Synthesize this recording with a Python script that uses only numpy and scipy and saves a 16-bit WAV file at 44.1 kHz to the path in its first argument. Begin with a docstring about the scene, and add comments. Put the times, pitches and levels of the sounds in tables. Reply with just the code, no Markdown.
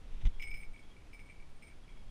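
"""At the edge of a wood, a hawk flies close past the microphone.
One wing pushes a puff of air and its feathers brush by. Two small brass bells on the bird jingle
in bursts as their pellets strike and bounce, and now and then the bells knock together.
Light wind rumbles on the microphone over a soft rustle of trees and faint far birds."""
import sys
import numpy as np
from scipy import signal
from scipy.fft import rfft, irfft
from scipy.io import wavfile
from scipy.ndimage import uniform_filter1d

SR = 44100
rng = np.random.default_rng(int(sys.argv[2]) if len(sys.argv) > 2 else 0)


def to_wav(sig):
    """Store sig (one row per channel, or 1-D mono) as 16-bit WAV at the path in sys.argv[1].

    Samples outside -1..1 are clipped; the rate is SR.
    """
    pcm = np.clip(np.atleast_2d(sig), -1, 1) * 32767
    pcm = np.round(pcm).astype(np.int16)
    wavfile.write(sys.argv[1], SR, pcm.T)  # frames by channels


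N = 92610

# pellet strikes: t/s, knock level/dB, then level/dB fed to each of five mode groups (all relative)
STRIKES = [(0.397, -38, -52, -60, -59.5, -71, -80), (0.4034, -42, -48.5, -52, -76, -62, -83),
           (0.4174, -43, -43, -49, -52.5, -72, -80), (0.4249, -31.5, -46, -44, -67, -66, -82),
           (0.4324, -39.5, -46, -48.5, -57, -65, -85), (0.4384, -38, -46.5, -50, -60, -65, -92),
           (0.4464, -57, -53, -51, -56.5, -61, -91), (0.4564, -43, -50, -52, -81, -62, -86),
           (0.4724, -45, -43, -53.5, -67, -53, -85), (0.4804, -40, -50, -53.5, -69, -65, -80),
           (0.5044, -54, -58, -56, -56, -68, -74), (0.5132, -37.5, -52, -42.5, -62, -70, -80),
           (0.5407, -37, -48, -47.5, -57, -60, -92), (0.5514, -51, -58, -56.5, -55.5, -66, -85),
           (0.5634, -47, -59.5, -53, -74, -76, -70), (0.5704, -44, -53.5, -55, -75, -63, -64),
           (0.5891, -62, -60.5, -54, -70, -75, -65.5), (0.6024, -49, -64, -52, -78, -59.5, -83),
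           (0.6124, -44, -60, -59.5, -81, -59, -85), (0.625, -46, -52.5, -56, -73, -72, -97),
           (0.6334, -41.5, -57, -61, -74.5, -81, -83), (0.6444, -65, -66, -59.5, -68, -82, -91),
           (0.7317, -50, -59, -59, -78, -66.5, -83), (0.7362, -47, -66, -53.5, -80, -82, -97),
           (0.7612, -50, -60, -59, -77, -69, -87), (0.7914, -60, -57.5, -61, -72, -68.5, -92),
           (0.8919, -58, -75, -68, -91, -87, -96), (0.9657, -56, -66, -63, -76, -78, -92),
           (1.0201, -60, -71, -72, -85, -89, -89), (1.1323, -43, -61.5, -59.5, -62, -72, -74),
           (1.1404, -50, -62, -59, -75, -64, -78), (1.1464, -46, -66, -65, -83, -72, -76),
           (1.1927, -43.5, -59.5, -57, -80, -68, -73), (1.1984, -46.5, -59, -58, -69, -78, -81),
           (1.2154, -56, -62.5, -70, -73, -74, -89), (1.2585, -68, -60.5, -68, -75, -69.5, -93),
           (1.2895, -50.5, -66, -59, -83, -77, -95), (1.2979, -46, -70, -59, -83, -66.5, -86),
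           (1.3074, -47, -68, -61.5, -80, -74, -92), (1.3214, -50.5, -65, -63.5, -88, -80, -88),
           (1.3608, -62, -63, -67, -87.5, -87, -97), (1.3997, -52, -74, -68, -79, -74, -104),
           (1.4244, -57, -74, -61.5, -86, -80, -96), (1.491, -64, -81, -73, -81, -75, -78),
           (1.5609, -64, -75, -79, -80, -68, -86), (1.6232, -45, -62.5, -62, -65, -59, -89),
           (1.6312, -43.5, -64, -68, -74, -65, -77), (1.6514, -64, -61, -61, -88, -65.5, -78),
           (1.6704, -63, -61, -53, -68.5, -60, -81), (1.6811, -44.5, -72.5, -57, -77, -80, -86),
           (1.6914, -50, -74, -59, -80, -82, -81), (1.73, -59.5, -79, -80, -86, -87, -84.5),
           (1.8796, -55.5, -67, -71, -77, -90, -94), (1.8906, -48, -62, -62, -84, -82, -93),
           (1.9014, -49, -66, -60.5, -79, -77, -89), (1.9729, -59, -65, -76, -73, -86, -84)]
CONTACT_S = .00053  # pellet on shell: rounds off each attack


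def undb(db):
    """Decibels to gain."""
    return 10 ** (np.asarray(db) / 20)


def noise(points):
    """Noise of rms 1 shaped by (f/Hz, level/dB) points, rolling off beyond the ends."""
    hz, db = np.array(points, float).T
    f = np.maximum(np.arange(N // 2 + 1) * SR / N, 1)
    gain = undb(np.interp(np.log(f), np.log(hz), db))
    rolloff = np.minimum(f / hz[0], 1) ** 2 * np.minimum(hz[-1] / f, 1) ** 2
    y = irfft(rfft(rng.standard_normal(N)) * gain * rolloff, N)
    return y / y.std()


def walk(rate):
    """Smooth random drift with a spread of 1, changing `rate` times a second."""
    hold = int(SR / rate)
    steps = rng.standard_normal(size=1024)[np.arange(N) // hold]
    y = uniform_filter1d(uniform_filter1d(steps, hold), hold)
    return y / y.std()


def swell(t, at, width):
    """A Gaussian rise and fall around a moment."""
    return np.exp(-.5 * ((t - at) / width) ** 2)


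def decay(age, t60):
    """A tail that falls 60 dB in t60 seconds."""
    return np.exp(-np.log(1000) * age / t60)


def add(out, at, sound):
    """Mix a sound in from a given time."""
    i = int(at * SR)
    n = min(len(sound), N - i)
    if n > 0:
        out[i:i + n] += sound[:n]


def wind(t):
    """Low rumble of moving air on the microphone, eased in and out."""
    # gust contour: t/s, relative level/dB
    gusts = [(0, -46.5), (.08, -43), (.215, -37), (.3, -43), (.38, -42), (.5, -41.5), (.6, -48.5),
             (.72, -48.5), (.8, -55.5), (1.0, -51.5), (1.27, -51), (1.42, -53), (1.85, -53.5), (2.0, -46.5),
             (2.1, -47)]
    # rumble spectrum: f/Hz, level/dB
    rumble = [(8, 5.5), (16, 3), (25, -4.5), (40, -14), (60, -16.5), (100, -30.5), (160, -36.5),
              (400, -63.5)]
    gain_db, fade_s = 4.5, .012
    at, db = np.array(gusts).T
    ease = np.sin(np.pi / 2 * np.minimum(np.minimum(t, t[-1] - t) / fade_s, 1)) ** 2
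    return ease * noise(rumble) * undb(np.interp(t, at, db) + gain_db)


def trees():
    """A soft bed of rustling trees, barely wavering in level."""
    # rustle spectrum: f/Hz, level/dB
    rustle = [(59, 1.5), (100, -1), (241, -7.5), (443, -12), (594, -15), (867, -16.5), (1770, -21.5),
              (2270, -21), (2520, -21.5), (9070, -35.5), (9860, -36), (10500, -39.5), (15000, -50.5)]
    level_db, waver_db = -60.5, .2
    return noise(rustle) * undb(level_db + waver_db * walk(rate=11.41))


def wing(t):
    """A sharp push of air inside a longer suction, a short buffet, and feathers brushing past."""
    # spectrum of the buffeting air: f/Hz, level/dB
    buffet_tone = [(30, -13), (70, 7), (110, 8), (190, -7.5), (280, -12), (400, -31), (900, -44)]
    # spectrum of the feathers: f/Hz, level/dB
    feather_tone = [(200, 17), (600, -1), (1000, 4), (1300, -5.5), (2200, 4.5), (3000, 2.5), (3700, 2),
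                    (4400, -12.5), (5900, -7), (7000, -18), (10000, -23.5), (15000, -45)]
    # feather brushes: t/s, width/s, level/dB
    brushes = [(0.204, 0.15, -66), (0.217, 0.0069, -62.5), (0.2547, 0.0021, -47), (.261, 0.0012, -50.5),
               (0.27, 0.0051, -51)]
    pass_s = .266
    push = undb(-11.5) * swell(t, pass_s, width=.0062)
    suction = undb(-20.5) * swell(t, pass_s, width=.019)
    buffet = undb(-35) * noise(buffet_tone) * swell(t, at=.2586, width=.013)
    feathers = noise(feather_tone) * sum(undb(db) * swell(t, at, width) for at, width, db in brushes)
    return push - suction + buffet + feathers


def far_birds(t):
    """Distant notes, blurred by the wood into swells of narrow-band noise."""
    # bird notes: t/s, width/s, level/dB
    notes = [(0.364, 0.032, -72.5), (0.779, 0.0051, -70), (.855, 0.026, -73.5), (0.916, 0.012, -69),
             (1.838, 0.0082, -72.5), (1.91, 0.021, -73.5), (2.0, 0.038, -73), (2.093, 0.0077, -70)]
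    hz, spread_hz = 3275, 88
    blur = noise([(hz + k * spread_hz, db) for k, db in [(-2, -30), (-1, 0), (1, 0), (2, -30)]])
    return blur * sum(undb(db) * swell(t, at, width) for at, width, db in notes)


def bells(t):
    """Strikes feed the shells' modes and jolt their phase; the ring wavers in pitch and level."""
    # ringing modes of the two bells: f/Hz
    mode_hz = [2223, 2312, 5112, 5269, 8600, 9744, 13545, 14755]
    # weight of each mode: level/dB
    mode_db = [-3, -1.5, -4.5, -7, -2.5, -1, -12, -7]
    # ring time of each mode: t60/s
    mode_t60 = [0.24, .16, .2, 0.1, 0.13, 0.14, 0.073, .19]
    # group in STRIKES that feeds each mode: index from 0
    mode_group = [0, 1, 2, 2, 3, 4, 2, 4]
    swing_share, roll_db = .002, 1  # swinging bends the pitch, the rolling pellet sways the level
    max_jolt_rad = .827 * np.pi
    strikes, out = np.array(STRIKES), np.zeros(N)
    onsets = (strikes[:, 0] * SR).astype(int)
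    soften = np.exp(-1 / (CONTACT_S * SR))
    kicks = rng.uniform(-1, 1, (len(strikes), len(mode_hz))).T
    for hz, db, t60, group, kick in zip(mode_hz, mode_db, mode_t60, mode_group, kicks):
        fed, jolt = np.zeros(N), np.zeros(N)
        fed[onsets] = undb(db + strikes[:, 2 + group]) ** 2
        energy = signal.lfilter([1], [1, -decay(1 / SR, t60) ** 2], fed + 1e-18)
        # a silent bell is jolted most
        jolt[onsets] = max_jolt_rad * kick * np.sqrt(fed[onsets] / energy[onsets])
        ring = np.sqrt(energy) * np.exp(1j * np.cumsum(jolt))
        ring = signal.lfilter([1 - soften], [1, -soften], ring)
        phase = 2 * np.pi * hz * (t + swing_share * np.cumsum(walk(rate=70)) / SR)
        out += np.imag(ring * np.exp(1j * phase)) * undb(roll_db * walk(rate=60))
    return out


def pellets(t):
    """Each pellet lands with a click and a short pitched knock, then bounces lightly twice."""
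    # shell modes damped by the pellet: f/Hz, relative level/dB, t60/s
    knock_modes = [(2110, -20.5, .06), (2158, -15, 0.048), (2268.5, -6, 0.059), (2309, -12, 0.13)]
    # click spectrum of pellet on shell: f/Hz, level/dB
    click_tone = [(1500, -28), (2000, 0), (2750, 11.5), (3500, 0), (4300, -22.5), (6000, -6.5),
                  (10000, -19), (13000, -50), (16000, -41)]
    pivot_db, click_growth, click_trim_db = -32, 1.57, -13.5  # hard strikes click more than soft ones
    detune_hz, bounce_db = 8, -19
    radiate_hz = 1836  # the small shells radiate little below this
    hz, db, t60 = np.array(knock_modes, float).T
    age = t[:SR // 6]
    attack = 1 - np.exp(-age / CONTACT_S)
    knock_tails, click_tail = decay(age, t60[:, None]), decay(age, t60=.038)
    click_noise, out = noise(click_tone), np.zeros(N)
    tunings = hz + detune_hz * rng.standard_normal((len(STRIKES), len(hz)))
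    bounce_gaps_s = .006 * rng.uniform(.5, 5, (len(STRIKES), 2))
    for (at, strike_db, *_), tuning, gaps in zip(STRIKES, tunings, bounce_gaps_s):
        knock = undb(db + strike_db) @ (knock_tails * np.sin(2 * np.pi * tuning[:, None] * age))
        click_db = pivot_db + click_growth * (strike_db - pivot_db) + click_trim_db
        click = undb(click_db) * click_tail * np.roll(click_noise, -int(at * SR))[:len(age)]
        hit = attack * (knock + click)
        add(out, at, hit)
        for bounce, delay in enumerate(np.cumsum(gaps), 1):
            add(out, at + delay, hit * undb(bounce_db) / bounce)
    return signal.sosfilt(signal.butter(3, radiate_hz, "high", fs=SR, output="sos"), out)


def clashes(t):
    """Short bright ticks where the bells knock against each other."""
    # bell-on-bell hits: t/s, level/dB
    hits = [(0.417, -61), (0.424, -45), (0.435, -57), (0.439, -61), (0.733, -68), (1.069, -62.5),
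            (1.131, -62)]
    # tick spectrum: f/Hz, level/dB
    tick_tone = [(1500, -6), (2000, 15), (3000, 14), (4300, -2), (5700, 4), (8000, -14), (10300, -0.5),
                 (11500, -34), (13500, 2), (15000, -28)]
    envelope = sum(undb(db) * (t >= at) * decay(np.abs(t - at), t60=.021) for at, db in hits)
    return noise(tick_tone) * envelope


def scene():
    """The hawk's jingle and wing over a bed of wind, trees and birds, in mono."""
    t = np.arange(N) / SR
    jingle = bells(t) + pellets(t) + clashes(t)
    return (jingle + wing(t) + wind(t) + trees() + far_birds(t))[None]


def record(dry):
    """The electronics add a faint steady whine and cut the top end steeply."""
    whine_hz, whine_rms_db, top_hz = 9650, -89, 15000
    whine = undb(whine_rms_db) * np.sqrt(2) * np.sin(2 * np.pi * whine_hz * np.arange(N) / SR)
    return signal.sosfilt(signal.ellip(10, .2, 80, top_hz, fs=SR, output="sos"), dry + whine)


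dry = scene()
out = record(dry)
to_wav(out)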